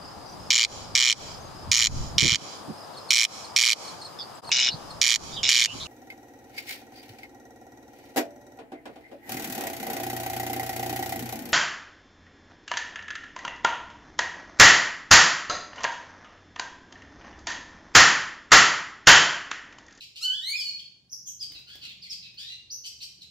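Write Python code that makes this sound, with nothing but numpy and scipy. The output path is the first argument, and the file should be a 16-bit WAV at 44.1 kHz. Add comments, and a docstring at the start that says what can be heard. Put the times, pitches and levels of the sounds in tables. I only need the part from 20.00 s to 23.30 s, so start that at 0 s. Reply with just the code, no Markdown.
"""Caged birds in a hard-walled paved yard; a wavering low hum and the outdoor floor run throughout.
From the start nasal chirps come from the right, glided harmonic tones with rasp; whistles join after 1 s.
At 0.2 s a shrike straight ahead gives one long rising nasal call that breaks into a falling one.
From 1.4 s a bird flutters and hops in its cage: pulsed noise and decaying noise taps.
Echo noise rings after every bird sound."""
import sys
import numpy as np
from scipy import signal
from scipy.fft import rfft, irfft, next_fast_len
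from scipy.io import wavfile
from scipy.ndimage import map_coordinates

SR = 44100
rng = np.random.default_rng(int(sys.argv[2]) if len(sys.argv) > 2 else 0)


def transcribe(signal):
    """Save signal, clipped to [-1, 1], as a 16-bit WAV file at the path in sys.argv[1]."""
    frames = np.atleast_2d(signal).T
    limited = np.clip(frames, -1, 1)
    pcm = np.round(limited * 32767).astype(np.int16)
    wavfile.write(sys.argv[1], SR, pcm)


N = 145530
TOP_HZ = 15750  # upper band limit
VOICE_DB = -1.5  # trim on all bird voices

# colour of the air noise in the voices: f/Hz, relative level/dB
RASP_COLOUR = [(1000, -66), (1800, -16), (2400, 3.5), (4500, 6.5), (5800, -13), (7000, -16.5), (10000, -25),
               (12500, -18), (15500, -25)]


def amp(db):
    """Gain of a level in dB."""
    return 10 ** (np.asarray(db) / 20)


def unit(x):
    """x at rms 1."""
    return x / np.sqrt(np.mean(x ** 2) + 1e-20)


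def along(points, hz):
    """(Hz, value) points interpolated on a log frequency axis."""
    f, v = np.transpose(points)
    return np.interp(np.log(hz + 1), np.log(f + 1), v)


def curves(rows, t):
    """Each column after the time, read at times t."""
    s, *cols = np.transpose(rows)
    return [np.interp(t, s, c) for c in cols]


def wobble(rate, size=N):
    """Smooth random curve, rate knots per second."""
    knots = rng.standard_normal(size // 8 + 8)
    return map_coordinates(knots, [np.arange(size) * rate / SR], mode='wrap')


def filtered(x, response):
    """x times a complex response of frequency."""
    m = next_fast_len(N + SR // 2)
    hz = np.fft.rfftfreq(m, 1 / SR)
    return irfft(rfft(x, m) * response(hz), m)[..., :N]


def noise(colour):
    """Coloured noise of rms 1."""
    return unit(filtered(rng.standard_normal(N), lambda hz: amp(along(colour, hz))))


def add(track, s, x):
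    """Mix x into the track at time s."""
    i = max(0, round(s * SR))
    track[i:i + len(x)] += x[:N - i]


def background():
    """Outdoor rumble and faint air: two noises rotated by frequency, nearly mono in the bass."""
    floor_colour = [(20, -21), (35, -20), (65, -3.5), (120, -1), (184, -7), (277, -12), (360, -12),
                    (700, -23), (1100, -28), (2000, -72), (5000, -24.5), (15000, -44.5)]  # outdoor floor: f/Hz, relative level/dB per Hz
    likeness = [(60, 1), (150, 1), (300, 0.73), (600, 0.33), (2000, 0.067)]  # left-right likeness: f/Hz, correlation (0-1)
    floor_db = -71

    def mid_side(hz):
        turn = np.arccos(np.clip(along(likeness, hz), -1, 1)) / 2
        return np.array([np.cos(turn), np.sin(turn)])

    mid, side = filtered(np.array([noise(floor_colour), noise(floor_colour)]), mid_side)
    return amp(floor_db) * unit(np.array([mid + side, mid - side]))


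def hum():
    """Low hum: two groups of sine lines, each line wavering in pitch and level."""
    # group levels: t/s, low lines/dB, high lines/dB
    swell = [(0, -80, -93), (.5, -74.5, -80), (.7, -72.5, -71), (1, -79, -78.5), (1.25, -71.5, -70),
             (1.6, -68.5, -78), (1.95, -71, -69), (2.4, -67.5, -74), (2.8, -77, -92), (3.2, -67.5, -70.5)]
    # lines of each group: f/Hz, level within the group before waver/dB
    low_lines = [(80, -2), (124, 1.5)]
    high_lines = [(172, 0), (196, -2)]
    waver_ratio, waver_db = 0.025, 1.5

    def line(hz, db):
        level = amp(db + waver_db * wobble(7.11))
        pitch_hz = hz * (1 + waver_ratio * wobble(19))
        return level * np.sin(2 * np.pi * np.cumsum(pitch_hz) / SR)

    low_db, high_db = curves(swell, np.arange(N) / SR)
    low = unit(sum(line(*row) for row in low_lines))
    high = unit(sum(line(*row) for row in high_lines))
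    return amp(low_db) * low + amp(high_db) * high


def gate(t, length):
    """Quarter-sine attack, hold, and release centred on the note's length."""
    attack_s, release_s = 0.012, 0.0091
    rise = np.sin(np.pi / 2 * np.clip(t / attack_s, 0, 1))
    fall = np.sin(np.pi / 2 * np.clip((length - t) / release_s + 0.5, 0, 1))
    return rise * fall


def syrinx(hz, partials_db, overtones_db, rough, count=11):
    """Harmonic tone whose pitch and strength tremble with roughness."""
    overtone_colour = [(4500, 15), (6000, 0.5), (7400, 1.5), (9000, -7), (10300, -14.5), (12300, -5.5),
                       (13500, -13), (15000, -19)]  # partials without their own level: f/Hz, offset/dB
    # scatter at roughness 1, and pitch knots per second
    jitter_ratio, shimmer_db, jitter_per_s = 0.084, 7.5, 1500
    hz = hz * (1 + jitter_ratio * rough * wobble(jitter_per_s, size=len(hz)))
    phase = 2 * np.pi * np.cumsum(hz) / SR
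    tone = 0
    for k in range(1, count + 1):
        if k <= len(partials_db):
            db = partials_db[k - 1]
        else:
            db = overtones_db + along(overtone_colour, k * hz)
        tone = tone + amp(db) * (k * hz < TOP_HZ) * np.sin(k * phase)
    shimmer = amp(shimmer_db * rough * wobble(jitter_per_s / 2, size=len(hz)))
    return np.sqrt(2) * tone * shimmer


def glide(t, length, start, middle, end):
    """Parabolic pitch path through three pitches."""
    u = np.clip(t / length, 0, 1)
    return start + (end - start) * u + (2 * middle - start - end) * 2 * u * (1 - u)


def bloom(t):
    """dB by which a chirp's overtones and rasp lag the tone as they swell in."""
    bloom_s, bloom_db = 0.021, 9.5
    return -bloom_db * np.clip(1 - t / bloom_s, 0, 1)


def chatter():
    """Nasal chirps, rough ones carrying air noise, and whistles of three partials."""
    # nasal chirps: t/s, length/s, start f/Hz, middle f/Hz, end f/Hz, 1st partial/dB, 2nd partial/dB,
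    # 3rd partial/dB, higher overtones/dB, roughness (0-1); levels before the trim
    chirps = [(0, 0.046, 1395, 1494, 1737, -88, -52.5, -48, -60.5, 0.82),
              (0.151, 0.048, 1373, 1525, 1690, -81, -52, -46.5, -58, 0.84),
              (0.781, 0.028, 1337, 1670, 1507, -92, -45.5, -51, -63.5, 0.65),
              (1.262, 0.032, 1794, 1626, 1550, -84, -54, -69, -49.5, 0.5),
              (1.404, 0.034, 1771, 1633, 1532, -95, -49, -32, -49.5, 0.14),
              (1.537, 0.044, 1489, 1348, 1274, -90, -54.5, -47, -71, 0.44),
              (1.665, 0.094, 1391, 1634, 1755, -63, -53, -59.5, -68, .7),
              (1.81, .05, 1551, 1455, 1369, -71, -50, -47.5, -64, 0.77),
              (1.858, 0.068, 1375, 1272, 1115, -88, -55, -49, -78, 0.64),
              (2.015, 0.034, 1715, 1522, 1380, -93, -69, -41, -62.5, 0.42),
              (2.038, 0.034, 1390, 1162, 1024, -88, -51, -52, -64, 0.06),
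              (2.094, .04, 1804, 1693, 1496, -91, -75, -34, -52, .35),
              (2.218, 0.06, 1388, 1324, 1217, -92, -53, -49.5, -81.5, 0.53),
              (2.374, .061, 1423, 1703, 1826, -63, -44.5, -48, -57, 0.52),
              (2.431, 0.11, 1786, 1945, 2013, -61.5, -42, -58, -66, 0.39),
              (2.836, 0.041, 1426, 1515, 1469, -81, -46, -41.5, -50, 0.48),
              (3.004, 0.032, 1296, 1498, 1536, -83, -46.5, -39.5, -51.5, 0.54),
              (3.202, 0.038, 1412, 1378, 1316, -97, -61.5, -48.5, -65, .6)]
    # whistles: t/s, length/s, start f/Hz, middle f/Hz, end f/Hz, level/dB, overtones/dB, roughness (0-1)
    whistles = [(1.093, 0.036, 4890, 6200, 6380, -50.5, -61, 0.27),
                (1.116, .02, 6350, 6050, 5283, -36.5, -44, 0.6),
                (1.253, .052, 6100, 6160, 5730, -39.5, -47, 0.67),
                (1.393, 0.025, 4156, 5000, 5420, -40.5, -60, 0.25),
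                (1.665, 0.078, 4220, 4450, 4550, -51.5, -96, 0.49),
                (2.101, 0.021, 7330, 5790, 5020, -40.5, -62, 0.3),
                (2.369, 0.044, 4070, 4610, 4710, -42.5, -93, .5),
                (2.497, 0.043, 2690, 2816, 2770, -45, -69, 0.14),
                (2.697, 0.021, 4020, 4910, 6140, -36, -72, 0.24),
                (2.713, 0.037, 5900, 5876, 5760, -35.5, -44, 0.53),
                (2.862, 0.018, 6330, 5630, 4690, -36.5, -42.5, 0.28),
                (3.025, 0.017, 6045, 5300, 4020, -35.5, -43.5, 0.41)]
    rasp_db = -7  # at roughness 1, before the factor 2 below
    voice, rasp = np.zeros(N), np.zeros(N)
    t = np.arange(SR // 6) / SR
    for s, length, start, middle, end, first, second, third, upper, rough in chirps:
        shape = gate(t, length)
        hz = glide(t, length, start, middle, end)
        add(voice, s, shape * syrinx(hz, [first, second, third], upper + bloom(t), rough))
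        air = rough * amp(rasp_db + bloom(t)) * 2 * (amp(second) + amp(third))
        add(rasp, s, shape * air)
    for s, length, start, middle, end, db, upper, rough in whistles:
        hz = glide(t, length, start, middle, end)
        add(voice, s, gate(t, length) * syrinx(hz, [db], upper, rough, count=3))
    return voice + rasp * noise(RASP_COLOUR)


def long_call():
    """Climbing nasal harmonic note that breaks into an overlapping, falling one."""
    # both parts: t/s, f/Hz, 1st partial/dB, 2nd partial/dB, 3rd partial/dB, higher overtones/dB
    rise = [(0.206, 1200, -61, -60.5, -52.5, -52.5), (.232, 1428, -52.5, -34.5, -27, -43),
            (0.253, 1524, -58, -26.5, -30, -42), (0.288, 1486, -55, -27, -42, -76.5),
            (.318, 1528, -47.5, -30, -52, -54), (.355, 1709, -56.5, -34.5, -53, -70),
            (0.407, 1740, -58.5, -44, -56.5, -64), (0.448, 1963, -49.5, -31.5, -55, -55.5),
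            (0.499, 2230, -39.5, -29.5, -43.5, -37), (0.525, 2269, -36.5, -27, -43, -44.5),
            (0.538, 2390, -28.5, -62, -53, -55), (.562, 2500, -29, -62, -52, -59),
            (0.577, 2270, -45.5, -67, -52, -72)]
    fall = [(.553, 1650, -82, -68, -37.5, -65), (.575, 1760, -80, -46.5, -35.5, -59.5),
            (0.596, 1686, -85, -41.5, -30.5, -45), (.612, 1542, -86, -43.5, -30.5, -51),
            (.635, 1492, -95, -48.5, -32.5, -56), (0.689, 1463, -93, -46, -27.5, -55),
            (0.714, 1445, -83, -55, -40.5, -62)]
    roughness, rasp_db, harmonics = 0.045, -31, 9  # rasp relative to the first three partials
    voice, rasp = np.zeros(N), np.zeros(N)
    t = np.arange(SR // 2) / SR
    for part in (rise, fall):
        s = part[0][0]
        hz, first, second, third, upper = curves(part, s + t)
        shape = gate(t, part[-1][0] - s)
        add(voice, s, shape * syrinx(hz, [first, second, third], upper, roughness, count=harmonics))
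        add(rasp, s, shape * amp(rasp_db) * (amp(first) + amp(second) + amp(third)))
    return voice + rasp * noise(RASP_COLOUR)


def wings():
    """Soft flutter: low noise pulsed at the wingbeat rate."""
    flutter = [(1.4, -74), (1.47, -65), (1.55, -59), (1.64, -70.5), (1.76, -72), (1.82, -61), (1.9, -64.5),
               (2.02, -71)]  # t/s, level/dB
    wing_colour = [(25, -28), (70, 10), (150, 2.5), (350, -5), (900, -17), (4000, -17.5), (15000, -39)]  # f/Hz, relative level/dB
    wingbeat_hz = 28
    t = np.arange(N) / SR
    level_db, = curves(flutter, t)
    beats = unit(np.sin(np.pi * wingbeat_hz * t + wobble(9.1)) ** 2)
    return amp(level_db) * beats * noise(wing_colour)


def hops():
    """Feet on perch and bars: short exponentially decaying noise taps."""
    steps = [(1.52, -42.5), (1.533, -52), (1.59, -47.5), (1.69, -53), (1.755, -41), (1.77, -81.5),
             (1.896, -51), (2.343, -54.5)]  # t/s, level/dB
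    hop_colour = [(25, -17), (60, 9), (300, 0.5), (700, -5), (1600, -5), (4000, 6.5), (9000, -13),
                  (15000, -5)]  # f/Hz, relative level/dB
    t60_s = 0.032
    t = np.arange(SR // 4) / SR
    taps = np.zeros(N)
    for s, db in steps:
        add(taps, s, amp(db - 60 * t / t60_s))
    return taps * noise(hop_colour)


def yard(x, left_lag_s, direct_db):
    """Direct sound, sparse quick echoes from paving and cages, and the walls' diffuse ring."""
    wall_t60 = [(200, 0.17), (1500, 0.48), (2600, 0.64), (4400, 0.58), (6500, 0.64), (9000, 0.43),
                (14000, 0.4)]  # f/Hz, t60/s
    early_db, early_t60_s = -3.5, 0.17
    tail_db, tail_rise_s, tail_likeness = -4, 0.0089, 0.1
    size = int(0.9 * SR)
    t = np.arange(size) / SR

    # tail: partly shared stereo noise, decaying per frequency
    a, b = rng.standard_normal((2, size))
    turn = np.arccos(np.clip(tail_likeness, -1, 1)) / 2
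    diffuse = np.cos(turn) * a + np.sin(turn) * np.array([b, -b])
    hz, s, z = signal.stft(diffuse, SR, nperseg=256)
    decay = amp(-60 * s / along(wall_t60, hz)[:, None])
    tail = signal.istft(z * decay, SR, nperseg=256)[1][:, :size]
    tail = tail * (1 - np.exp(-t / tail_rise_s))

    # early: 5 % of samples, none in the first 2 ms
    sparse = rng.standard_normal((2, size)) * (rng.random(size) < 0.05) * (t > 0.002)
    early = sparse * amp(-60 * t / early_t60_s)
    early = np.array([unit(side) for side in early])

    echo = (amp(tail_db) * unit(tail) + amp(early_db) * early) / np.sqrt(size)
    ears = np.array([[-1], [1]])  # left late, right early by half the lag each
    direct = filtered(x, lambda hz: np.exp(np.pi * 1j * hz * left_lag_s * ears))
    return amp(direct_db) * direct + signal.fftconvolve(x[None], echo, axes=1)[:, :N]


def scene():
    """Chatter to the right, call and cage sounds ahead, over the hum and outdoor floor."""
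    right = yard(amp(VOICE_DB) * chatter(), left_lag_s=0.000215, direct_db=-4)
    ahead = yard(amp(VOICE_DB) * long_call() + wings() + hops(), left_lag_s=0.00001, direct_db=-3)
    return ahead + right + hum() + background()


def record(dry):
    """Microphone response: second-order bass roll-off and a sharp upper band limit."""
    low_cut_hz = 42
    return filtered(dry, lambda hz: (hz < TOP_HZ) * hz ** 2 / np.sqrt(hz ** 4 + low_cut_hz ** 4))


dry = scene()
out = record(dry)
transcribe(out)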